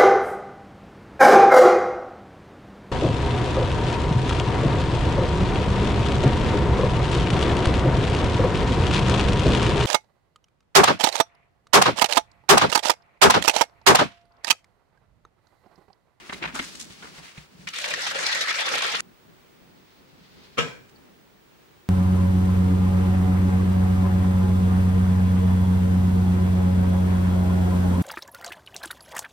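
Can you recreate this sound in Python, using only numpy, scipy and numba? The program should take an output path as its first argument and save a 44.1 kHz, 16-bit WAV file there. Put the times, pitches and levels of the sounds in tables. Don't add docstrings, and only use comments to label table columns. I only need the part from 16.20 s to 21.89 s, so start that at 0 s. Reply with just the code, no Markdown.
import sys
import numpy as np
from scipy import signal
from scipy.fft import rfft, irfft, next_fast_len
from scipy.io import wavfile
from scipy.ndimage import uniform_filter1d
from numba import njit

SR = 44100
rng = np.random.default_rng(int(sys.argv[2]) if len(sys.argv) > 2 else 0)


def undo_db(level):
    steps = np.asarray(level, float) / 20
    return 10 ** steps


def materialize(psi):
    bounded = np.clip(np.atleast_2d(psi).T, -1, 1)
    quanta = np.round(bounded * 32767).astype(np.int16)
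    wavfile.write(sys.argv[1], SR, quanta)


N = 250916
T = np.arange(N) / SR
CHANGE_S = 2.808

# [t/s, peak level/dB, centre f/Hz, t60/s]
SLAPS = [(1.474, -21.5, 2297, 0.056), (1.4882, -30.5, 2910, 0.069), (1.5364, -29.5, 3060, 0.096),
         (1.558, -25, 3600, 0.098), (1.587, -22, 2170, 0.029), (1.6421, -18.5, 2250, 0.055),
         (1.6587, -23.5, 1820, 0.076), (1.708, -19.5, 2410, 0.095), (1.7382, -17.5, 1830, 0.051),
         (1.8197, -28, 3940, 0.095), (1.8691, -17, 1605, 0.024), (1.912, -24, 1570, 0.06),
         (1.9499, -25.5, 1440, 0.21), (1.9894, -19.5, 1760, 0.044), (2.062, -23, 4050, 0.089),
         (2.093, -23.5, 1570, 0.16), (2.1283, -18, 3510, 0.053), (2.1566, -20, 2050, 0.032),
         (2.2108, -17.5, 3850, 0.1), (2.2838, -17, 2120, 0.087), (2.274, -25, 2280, 0.05),
         (2.3743, -36, 1990, 0.15), (2.4157, -20, 1640, 0.069), (2.4842, -20, 1950, 0.04),
         (2.5376, -15, 1785, 0.041), (2.561, -34, 2070, 0.042), (2.622, -19, 1504, 0.1),
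         (2.646, -17, 1344, 0.073), (2.7164, -26, 2080, 0.11), (2.7502, -15.5, 1560, 0.019),
         (2.798, -27, 1490, 0.065), (1.62, -26.5, 3960, 0.04), (1.684, -27, 2080, 0.05),
         (1.802, -28, 1820, 0.044), (2.039, -23, 1840, 0.05), (2.309, -20, 1670, 0.072),
         (2.342, -22.5, 1850, 0.05), (2.391, -19.5, 1910, 0.061), (2.452, -26, 2000, 0.049),
         (2.468, -27, 1500, 0.059), (2.519, -22.5, 1260, 0.05), (2.583, -22.5, 2210, 0.049),
         (2.608, -23, 2380, 0.04), (2.739, -24, 1370, 0.036)]


def colour(x, points):
    hz, db = np.transpose(points)
    n = next_fast_len(x.shape[1])
    f = np.arange(n // 2 + 1) * SR / n + 1
    gain = undo_db(np.interp(np.log(f), np.log(hz), db))
    return irfft(rfft(x, n) * gain, n)[:, :x.shape[1]]


def hiss(points, size=N):
    x = colour(rng.standard_normal((2, next_fast_len(size))), points)[:, :size]
    return x / x.std()


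def hump(hz, below_db, above_db):
    return [(hz / 64, -6 * below_db), (hz, 0), (hz * 64, -6 * above_db)]


def walk(rate):
    k = int(SR / rate)
    held = np.repeat(rng.standard_normal(N // k + 1), k)
    return 1.56 * uniform_filter1d(uniform_filter1d(held, k), k)[:N]


def curve(table, column, after=-150):
    table = np.array(table)
    return np.interp(T, table[:, 0], table[:, column], -150, after)


def rolling(s, length):
    return np.exp(-((T - s) / (.5 * length)) ** 4)


def swell(t, rise, t60):
    e = (1 - np.exp(-t / rise)) ** 2 * np.exp(-np.log(1000) * t / t60)
    return e / e.max()


def add(out, s, x):
    i = int(s * SR)
    out[:, i:i + x.shape[1]] += x[:, :N - i]


@njit
def ring(out_len, start, hz, t60, size, phase, glide, rise, sr):
    out = np.zeros(out_len)
    for k in range(len(start)):
        p = np.exp(2j * np.pi * hz[k] / sr - np.log(1000.) / (t60[k] * sr))
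        turn = np.exp(2j * np.pi * hz[k] * glide[k] / (t60[k] * sr * sr))
        z = size[k] * np.exp(1j * phase[k])
        gap = 1.
        close = np.exp(-1 / (rise * sr))
        for i in range(start[k], min(out_len, start[k] + int(t60[k] * sr))):
            gap *= close
            out[i] += z.imag * (1 - gap)
            z *= p
            p *= turn
    return out


def grains(s, hz, t60, db, glide, rise=.001, scatter=.0015, apart=1):
    left, other = rng.random((len(s), 2, 2)).T
    right = left + apart * (other - left)
    sides = []
    for late, turn in (left, right):
        start = ((s + scatter * late) * SR).astype(np.int64)
        sides.append(ring(N, start, hz, t60, undo_db(db), 2 * np.pi * turn, glide + 0 * s, rise, 1. * SR))
    return np.array(sides)


def kitchen():
    # [f/Hz, level/dB per Hz]
    air_colour = [(15, -47), (25, -18.0), (59, -3.5), (323, -6), (359, -1.5), (580, -10.5), (700, -12.0),
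                  (913, -11.0), (2380, -15.5), (4060, -19.5), (11500, -31.5), (14600, -32), (15000, -25),
                  (15400, -22), (16000, -23)]
    later = T > CHANGE_S
    duck_db = np.interp(T, [1.55, 2.05, 2.45, 2.6], [-3.0, 1.0, -5, 0])
    air = hiss(air_colour) * undo_db(-56.05 + duck_db + .5 * walk(5.11))

    dips_db = -5 * rolling(1.2, 0.45) - 10 * rolling(2.29, 0.13) - 8 * rolling(2.075, .04)
    unsteady_db = 4.75 * np.clip(walk(14), -3, 1.2) + 0.62 * walk(5.24)
    rumble = hiss(hump(173.0, 17.0, 8.8)) * undo_db(dips_db + np.where(later, -61.5, -55.5) + unsteady_db)

    turn = 2 * np.pi * 15644 * T
    lead_rad = 2.3 + (np.pi - 2.3) * rolling(4.125, 0.55)
    whine_db = np.array([[-64], [-62.5]]) - 5 * (1 - later)
    return air + rumble + undo_db(whine_db) * np.sin([turn + lead_rad, turn])


def hands():
    # [t/s, level/dB, treble over it/dB]
    grip = [
        (0.0, -47.5, -27),
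        (0.08, -51, -1.5),
        (0.19, -51, -4.5),
        (0.25, -44, -70),
        (0.36, -47, 9),
        (0.55, -59, 9),
        (1.0, -51, -2.5),
        (1.3, -63, -3),
        (1.47, -62, 5.5),
    ]
    sleeve = [(3.41, -73.5, 0), (4.4, -70.5, 12.5), (4.37, -70.5, 12.5)]
    out = 0
    for table, top_slope in ((grip, 9), (sleeve, 24)):
        db = curve(table, 1) + 2.05 * walk(39.9)
        dull = undo_db(db + 1.0) * hiss(hump(2300, 1.7, top_slope))
        bright = undo_db(db + curve(table, 2) + 1.5) * hiss(hump(4500, 3.2, top_slope))
        out = out + dull + bright
    return out


def lid():
    # [f/Hz, width/Hz, level/dB]
    lid_modes = [(262, 210, 20.5), (1270, 180, 11.5), (1890, 15, -21), (2120, 240, 20), (3590, 35, -7),
                 (3950, 86, 11), (6820, 150, -15)]
    # [t/s, peak level/dB, centre f/Hz, treble over peak/dB, t60/s]
    catches = [(0.096, -22, 1870, -28, 0.052), (0.128, -22.5, 1510, -17, 0.027),
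               (0.134, -29, 3950, -14, 0.037), (0.142, -27.5, 2470, -7, 0.024),
               (0.214, -31, 1210, -30, 0.091), (0.224, -18.5, 2400, -39, 0.25),
               (0.24, -21.5, 1230, -52, 0.11), (0.257, -21, 1990, -31, 0.04),
               (0.288, -30.5, 1600, -24, 0.12), (0.347, -24.5, 1420, -3, 0.1),
               (0.361, -20.5, 1470, -13, 0.086), (0.377, -27, 810, -27, 0.03),
               (0.396, -11.5, 2120, -17, 0.029), (0.418, -27, 2010, -6, 0.14)]
    # [t/s, peak level/dB, centre f/Hz, t60/s]
    finger_touches = [(0.443, -33, 4460, 0.052), (0.549, -35, 4100, 0.17), (0.594, -34.5, 5900, 0.21),
                      (0.613, -38, 4300, 0.065), (0.704, -36.5, 3320, 0.12), (0.824, -31, 1470, 0.24),
                      (0.845, -39, 1085, 0.037), (0.87, -39, 1890, 0.057), (0.984, -39.5, 1210, 0.1),
                      (1.03, -39.5, 2500, 0.25), (1.079, -37.5, 2700, 0.22), (1.177, -30, 2500, 0.036),
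                      (1.408, -45.5, 2380, 0.07), (4.689, -54, 3830, 0.081)]
    # [t/s, peak level/dB, f/Hz, t60/s]
    thumps = [(0.018, -46, 362, 0.47), (0.093, -39, 365, 0.081), (0.128, -33, 375, 0.12),
              (0.219, -33.5, 349, 0.19), (0.258, -30.5, 166, 0.13), (0.288, -41.5, 240, 0.28),
              (0.336, -34, 237, 0.26), (0.402, -31.5, 276, 0.17), (0.56, -41.5, 143, 0.14),
              (0.612, -46, 239, 0.17), (0.7, -40.5, 110, 0.061), (0.839, -40, 439, 0.065),
              (0.981, -37.5, 154, 0.13), (1.178, -31.5, 151, 0.15), (1.349, -42, 175, 0.081),
              (1.391, -40, 162.5, 0.25), (1.462, -41, 171, 0.15), (4.009, -47.5, 171, 0.33)]
    out, t = np.zeros((2, N)), T[:8192]
    touches = [(s, db, hz, -14 + 13 * np.log2(hz / 2000), t60) for s, db, hz, t60 in finger_touches]
    contacts = list(catches) + touches
    rise = .006
    for s, db, hz, treble_db, t60 in contacts:
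        body = hiss(hump(hz, 5.7, 18.0), size=8192)
        treble = undo_db(treble_db + 2) * hiss(hump(7400, 5.3, 17.0), size=8192)
        stick_slip_db = 5 * np.repeat(rng.standard_normal(size=64), repeats=128).clip(-2, 1.5)
        fade = swell(t, rise, np.clip(t60, .02, .4))
        add(out, s - rise, undo_db(db - 13.0 + stick_slip_db) * (body + treble) * fade)
        click = hiss(hump(3100, 1.3, 26), size=8192) * swell(t, 0.00051, 0.035)
        add(out, s, undo_db(db - 13.5) * click)

    s, db, own_hz = np.array(contacts)[:, :3].T
    out += grains(s, own_hz, 0.03 + 0 * s, db - 8, 0., rise=0.002)
    for hz, width, mode_db in lid_modes:
        t60 = np.clip(1.6 / width, .01, .06) + 0 * s
        strike_db = db + mode_db - 13.5 + 4 * rng.standard_normal(len(s))
        out += grains(s, hz + 0 * s, t60, strike_db, 0., rise=0.0057)

    s, db, hz, t60 = np.transpose(thumps)
    for detune, side_db in ((.9, -7.5), (1, 3.5), (1.14, -2.5)):
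        ring_t60 = np.clip(t60, .04, .5)
        out += grains(s, hz * detune, ring_t60, db - 7.5 + side_db, 0., rise=0.00073, apart=0.16)
    return out + grains(s, 62 + 0 * s, 0.21 + 0 * s, db - 13.5, 0., rise=0.0063, apart=0.26)


def surge():
    out = np.zeros((1, N))
    for s, db, _, _ in SLAPS:
        add(out, s - .004, undo_db(db + 15.5) * np.exp(-T[None, :8192] / 0.02))
    return np.tanh(uniform_filter1d(out[0], size=256))


def pocket():
    # [t/s, length/s, level over the churn/dB, f/Hz]
    rolls = [
        (1.482, .02, -4, 480),
        (1.672, 0.17, -8.5, 605),
        (1.782, 0.038, -6, 516),
        (1.978, 0.12, -8.5, 540),
        (2.196, 0.064, -12, 530),
        (2.412, 0.11, -20.5, 527),
        (2.542, 0.12, -10.5, 520),
        (2.66, 0.067, -13, 560),
        (2.75, 0.021, -16.5, 474),
    ]
    rest_db = -20
    db = 20 * np.log10(undo_db(rest_db) + sum(undo_db(db) * rolling(s, length) for s, length, db, _ in rolls))
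    s, _, _, hz = np.transpose(rolls)
    nearest_s = np.abs(T - s[:, None]).min(axis=0)
    hum = sum(hiss(hump(f, 51, 71)) * (np.abs(T - at) <= nearest_s) for at, f in zip(s, hz))
    return db, np.interp(T, s, hz), hum


def froth(db, pocket_db, hum, hollow_tilt):
    # [f/Hz, level/dB per Hz]
    churn = [(88, -56), (150, -17), (274, -3.5), (519, -0.5), (736, 5.5), (796, 6.5), (1870, 3), (3160, 7),
             (3830, 6), (6230, 1), (15500, -55)]
    # [f/Hz, level over the churn/dB]
    wall = [(1330, -16), (1620, -14), (1900, -11), (2350, -13), (2800, -15), (3500, -14), (4300, -16)]
    churn_hz, churn_db = np.transpose(churn)
    low_fill_db = np.interp(T, (1.55, 1.69), [-21, 0])
    out = hum * undo_db(db + pocket_db - 1.5)
    for band in 330 * 1.26 ** np.arange(16):
        share_db = np.interp(np.log(band), np.log(churn_hz), churn_db) + 10 * np.log10(band / 2000)
        share_db = share_db + (band < 800) * 0.21 * (pocket_db + 13)
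        share_db = share_db + hollow_tilt * max(np.log2(band / 2400), 0)
        share_db = share_db + (band < 1300) * low_fill_db
        patchy_db = 6.5 * np.clip(walk(35.02), -3, 1.3)
        out = out + hiss(hump(band, 29, 35)) * undo_db(db + share_db - 20.5 + patchy_db)
    for hz, wall_db in wall:
        out = out + hiss(hump(hz, 75, 75)) * undo_db(db + wall_db + 6 * np.clip(walk(24), -3, 1.3))
    return out


def bubbles(count, start, db, low_hz, spread, cycles, glide, rise):
    when, pitch, big, long = rng.random((count, 4)).T
    s = start + (CHANGE_S - start) * when
    at = (s * SR).astype(int)
    hz = low_hz[at] * spread ** pitch
    size_db = -3.6 * np.log(.07 + big)
    t60 = cycles * (0.23 + long) / hz
    return grains(s, hz, t60, db[at] + size_db, glide, rise=rise, apart=.7)


def slaps():
    # [t/s, peak level/dB]
    ticks = [(1.481, -35), (1.4873, -27.5), (1.564, -33), (1.587, -27), (1.6607, -33), (1.6876, -30),
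             (1.7064, -29.5), (1.739, -27), (1.82, -28.5), (1.8724, -27), (1.9477, -29), (1.985, -38),
             (2.0135, -30), (2.067, -18.5), (2.115, -27), (2.1284, -37), (2.2105, -25), (2.292, -39),
             (2.3283, -28), (2.391, -28), (2.407, -26), (2.4594, -34), (2.467, -28.5), (2.489, -26),
             (2.5329, -45), (2.622, -23), (2.666, -30.5), (2.719, -27.5), (2.7535, -25.5), (2.8048, -22)]
    # [t/s, peak level/dB, f/Hz]
    low_slaps = [(1.564, -37, 899), (1.738, -27, 610), (1.779, -26, 710), (1.833, -30, 780),
                 (1.869, -24, 1180), (1.911, -28, 1010), (1.962, -31, 1010), (2.034, -35, 650),
                 (2.074, -31, 915), (2.213, -19, 630), (2.276, -17, 1110), (2.345, -33, 1060),
                 (2.399, -28, 923), (2.451, -32, 1120), (2.471, -25, 910), (2.512, -30, 1110),
                 (2.542, -15, 1200), (2.58, -21, 982), (2.609, -19, 1080), (2.651, -29, 1070),
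                 (2.75, -32, 1090), (2.792, -35, 1170)]
    # [t/s, peak level/dB, f/Hz]
    slosh = [(1.577, -57, 175), (1.694, -48, 275), (1.773, -49, 269), (1.826, -40, 291), (1.891, -48, 202),
             (1.988, -43, 170), (2.035, -36, 315), (2.091, -47, 313), (2.151, -41, 315), (2.242, -55, 213),
             (2.343, -52, 159), (2.456, -44, 215), (2.51, -40, 315), (2.732, -42, 261)]
    out, t = np.zeros((2, N)), T[:4096]
    for s, db, hz, t60 in SLAPS:
        splash = hiss(hump(hz, 8.2, 12.5), size=4096) * swell(t, 0.0035, np.clip(t60, .02, .2))
        add(out, s - .004, undo_db(db - 9.5) * splash)
        crack = hiss(hump(hz, 4.8, 8.8), size=4096) * swell(t, 0.00038, 0.013)
        add(out, s, undo_db(db - 9.5) * crack)

    tick_hz = 6400 * 1.17 ** rng.standard_normal(len(ticks))
    for (s, db), hz in zip(ticks, tick_hz):
        tick = hiss(hump(hz, 3.1, 21.0), size=4096) * swell(t, 0.00066, 0.021)
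        add(out, s - .001, undo_db(db - 2.0) * tick)
        speck = hiss(hump(12000, 9.7, 3), size=4096) * swell(t, .0003, .008)
        add(out, s, undo_db(db - 13) * speck)
    s, db = np.transpose(ticks)
    ring_hz = 9650 * 1.18 ** rng.standard_normal(len(s)).clip(-2, 2)
    out += grains(s, ring_hz, 0.015 + 0 * s, db - 8, 0.067, rise=0.00049)

    s, db, hz, t60 = np.transpose(SLAPS)
    out += grains(s - .001, hz, .7 * t60, db - 1, .03, rise=.0028, apart=.4)
    for table, cycles in ((low_slaps, 22), (slosh, 14)):
        s, db, hz = np.transpose(table)
        out += grains(s - .002, hz, cycles / hz, db - 3, .03, rise=0.0013, apart=np.clip(hz / 900, 0, 1))
    return out


def shaking():
    # [t/s, churn level/dB]
    effort = [
        (1.5, -43),
        (1.524, -48),
        (1.538, -37),
        (1.63, -35),
        (1.8, -32.5),
        (2.09, -27.5),
        (2.3, -29),
        (2.58, -26.5),
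        (2.8, -30.5),
    ]
    # [t/s, dip level/dB]
    lulls = [(1.629, -2), (1.7, 0.5), (1.765, -2), (1.938, -3.5), (2.199, -3), (2.265, -1.5), (2.331, -4.5),
             (2.441, -3), (2.505, -1), (2.61, -4.5), (2.71, -2.5), (2.785, -2)]
    # [t/s, resonance f/Hz, level over the churn/dB, treble tilt/dB per octave]
    hollow_space = [
        (1.53, 1950, 9, -2),
        (1.632, 2210, -6, 1),
        (1.936, 1690, -7, 2),
        (2.042, 1990, -3, 1.5),
        (2.074, 1720, -2, 2),
        (2.24, 2220, -0.5, -0.5),
        (2.662, 1690, -8, 0),
        (2.686, 1980, -12, -2.5),
        (2.8, 1640, -5, 2.5),
    ]
    effort_db = curve(effort, 1, after=None)
    lull_db = sum(dip_db * rolling(s, 0.031) for s, dip_db in lulls)
    db = effort_db + lull_db + 4.5 * (surge() - .4)
    pocket_db, pocket_hz, hum = pocket()
    spray_db = db - 8 - 0.73 * np.clip(effort_db + 24.0, -12, 12)
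    froth_hz = 2095 - 412 * (T - 1.5)
    hollow_hz = curve(hollow_space, 1, after=None)

    out = froth(db, pocket_db, hum, curve(hollow_space, 3, after=0))
    out = out + hiss(hump(3840, 8.3, 10.5)) * undo_db(spray_db - 3.5 + 3.04 * walk(150))
    out += bubbles(count=350, start=1.5, db=spray_db + 11.5, low_hz=0 * T + 5000,
                   spread=2.8, cycles=16.0, glide=.1, rise=0.00032)
    out += bubbles(count=1400, start=1.7, db=db - 6, low_hz=0 * T + 1600,
                   spread=3.42, cycles=37, glide=0.34, rise=0.00032)
    out += bubbles(count=450, start=1.53, db=db - 2.5, low_hz=0.65 * np.clip(froth_hz, 900, 3000),
                   spread=2.3, cycles=68, glide=0.026, rise=0.0027)
    out += bubbles(count=170, start=1.58, db=db + pocket_db + 2.5, low_hz=0.798 * pocket_hz,
                   spread=1.598, cycles=21.6, glide=0.091, rise=0.00059)
    out += bubbles(count=500, start=1.532, db=db + curve(hollow_space, 2), low_hz=.9 * hollow_hz,
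                   spread=1.3, cycles=43, glide=0.034, rise=0.0017)
    out += slaps()
    tail_s = 0.013
    end_s = [CHANGE_S - .001, CHANGE_S, CHANGE_S + tail_s, CHANGE_S + 2 * tail_s]
    return out * undo_db(np.interp(T, end_s, [0, -25.5, -38.5, -90]))


def knock():
    # [t/s, blow level/dB]
    blows = [
        (4.373, -37),
        (4.38, -22.5),
        (4.387, -21.5),
        (4.395, -28.5),
        (4.404, -27.5),
    ]
    # [f/Hz, level/dB, t60/s]
    bottle_modes = [(147, -18, 0.29), (478, -2.5, 0.053), (1280, -7, 0.057), (1510, -18, 0.55),
                    (2283, 4, 0.046), (2690, -8, 0.1), (2900, -7, 0.27), (3700, -15, 0.14),
                    (3380, -26, 0.53), (4470, -29, 0.052), (5280, -16, 0.25), (5470, -31, 0.43),
                    (6100, -30, 0.44), (6310, -9.5, 0.047)]
    # [f/Hz, level/dB per Hz]
    knock_colour = [(29, -58), (50, -13), (151, -3), (310, 0), (477, 2), (849, -21), (1280, 9.5),
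                    (1510, -7), (2890, -0.5), (4670, -20.5), (15500, -32.5)]
    # [f/Hz, t60/s]
    kitchen_t60 = [(60, 1), (300, 0.53), (2000, 0.39), (10000, 0.52)]
    # [f/Hz, level/dB, t60/s]
    clear_rings = [(481, -29, .28), (459, -32, .33), (1200, -36, .3), (1297, -27, .28), (1318, -36, .3),
                   (1599, -38, .3), (2290, -17, .045), (2900, -22, .06), (2315, -36, .5), (2400, -38, .5),
                   (3235, -36, .22), (4398, -50, .35)]
    # [f/Hz, level/dB, t60/s]
    echoes = [(151.4, -30.5, 0.38), (670, -37, 0.22), (1010, -36.5, 0.42), (1570, -34.5, 0.49),
              (2380, -33.5, 0.43), (3230, -34, 0.34), (4400, -61, 0.4), (5520, -42, 0.39),
              (7050, -39.5, 0.32)]
    out, t = np.zeros((2, N)), T[:32768]
    hz, mode_db, t60 = np.transpose(bottle_modes)
    for s, db in blows:
        split = 1 + 0.0069 * rng.standard_normal(len(hz))
        out += grains(s + 0 * hz, hz * split, np.clip(t60, .03, .13), db + mode_db, 0.,
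                      rise=0.0016, apart=np.clip(hz / 4000, 0, .5))
        crack = hiss(knock_colour, size=4096) * swell(t[:4096], 0.0029, 0.034)
        add(out, s - .002, undo_db(db + 2.0) * crack)
    add(out, 4.755, undo_db(-58) * hiss(hump(4450, 90, 90), size=4096) * swell(t[:4096], .003, .07))

    hz, db, t60 = np.transpose(clear_rings)
    out += grains(4.381 + 0 * hz, hz, t60, db, 0., rise=.003, apart=.25)
    for hz, db, t60 in echoes:
        add(out, 4.378, undo_db(db) * hiss(hump(hz, 66, 73), size=32768) * swell(t, 0.0042, t60))

    room_hz, room_t60 = np.transpose(kitchen_t60)
    colour_hz, colour_db = np.transpose(knock_colour)
    for band in 60 * 2. ** np.arange(8.1):
        share_db = np.interp(np.log(band), np.log(colour_hz), colour_db) + 10 * np.log10(band)
        fade = swell(t, 0.0048, np.interp(np.log(band), np.log(room_hz), room_t60))
        add(out, 4.377, undo_db(share_db - 61.5) * hiss(hump(band, 9.2, 17.6), size=32768) * fade)
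    return out


def scene():
    # [f/Hz, level/dB]
    microphone = [(20, -1.5), (6000, 0.5), (10000, -1.5), (13000, -7), (15800, -11)]
    # [f/Hz, level/dB]
    side_colour = [(30, -3), (250, 0.5), (450, -0.5), (16000, 0)]
    near = colour(hands() + lid() + shaking() + knock(), microphone)
    left, right = near * undo_db(np.array([[.45], [-.45]])) + kitchen()
    side = colour(.5 * (left - right)[None], side_colour)[0]
    return .5 * (left + right) + np.array([side, -side])


def top_cut(x):
    return signal.sosfilt(signal.butter(12, 16270, fs=SR, output="sos"), x)


def record(dry):
    trimmed = colour(dry, [(20, 0), (15850, 0), (15880, -140)])
    return top_cut(trimmed)


dry = scene()
out = record(dry)
materialize(out)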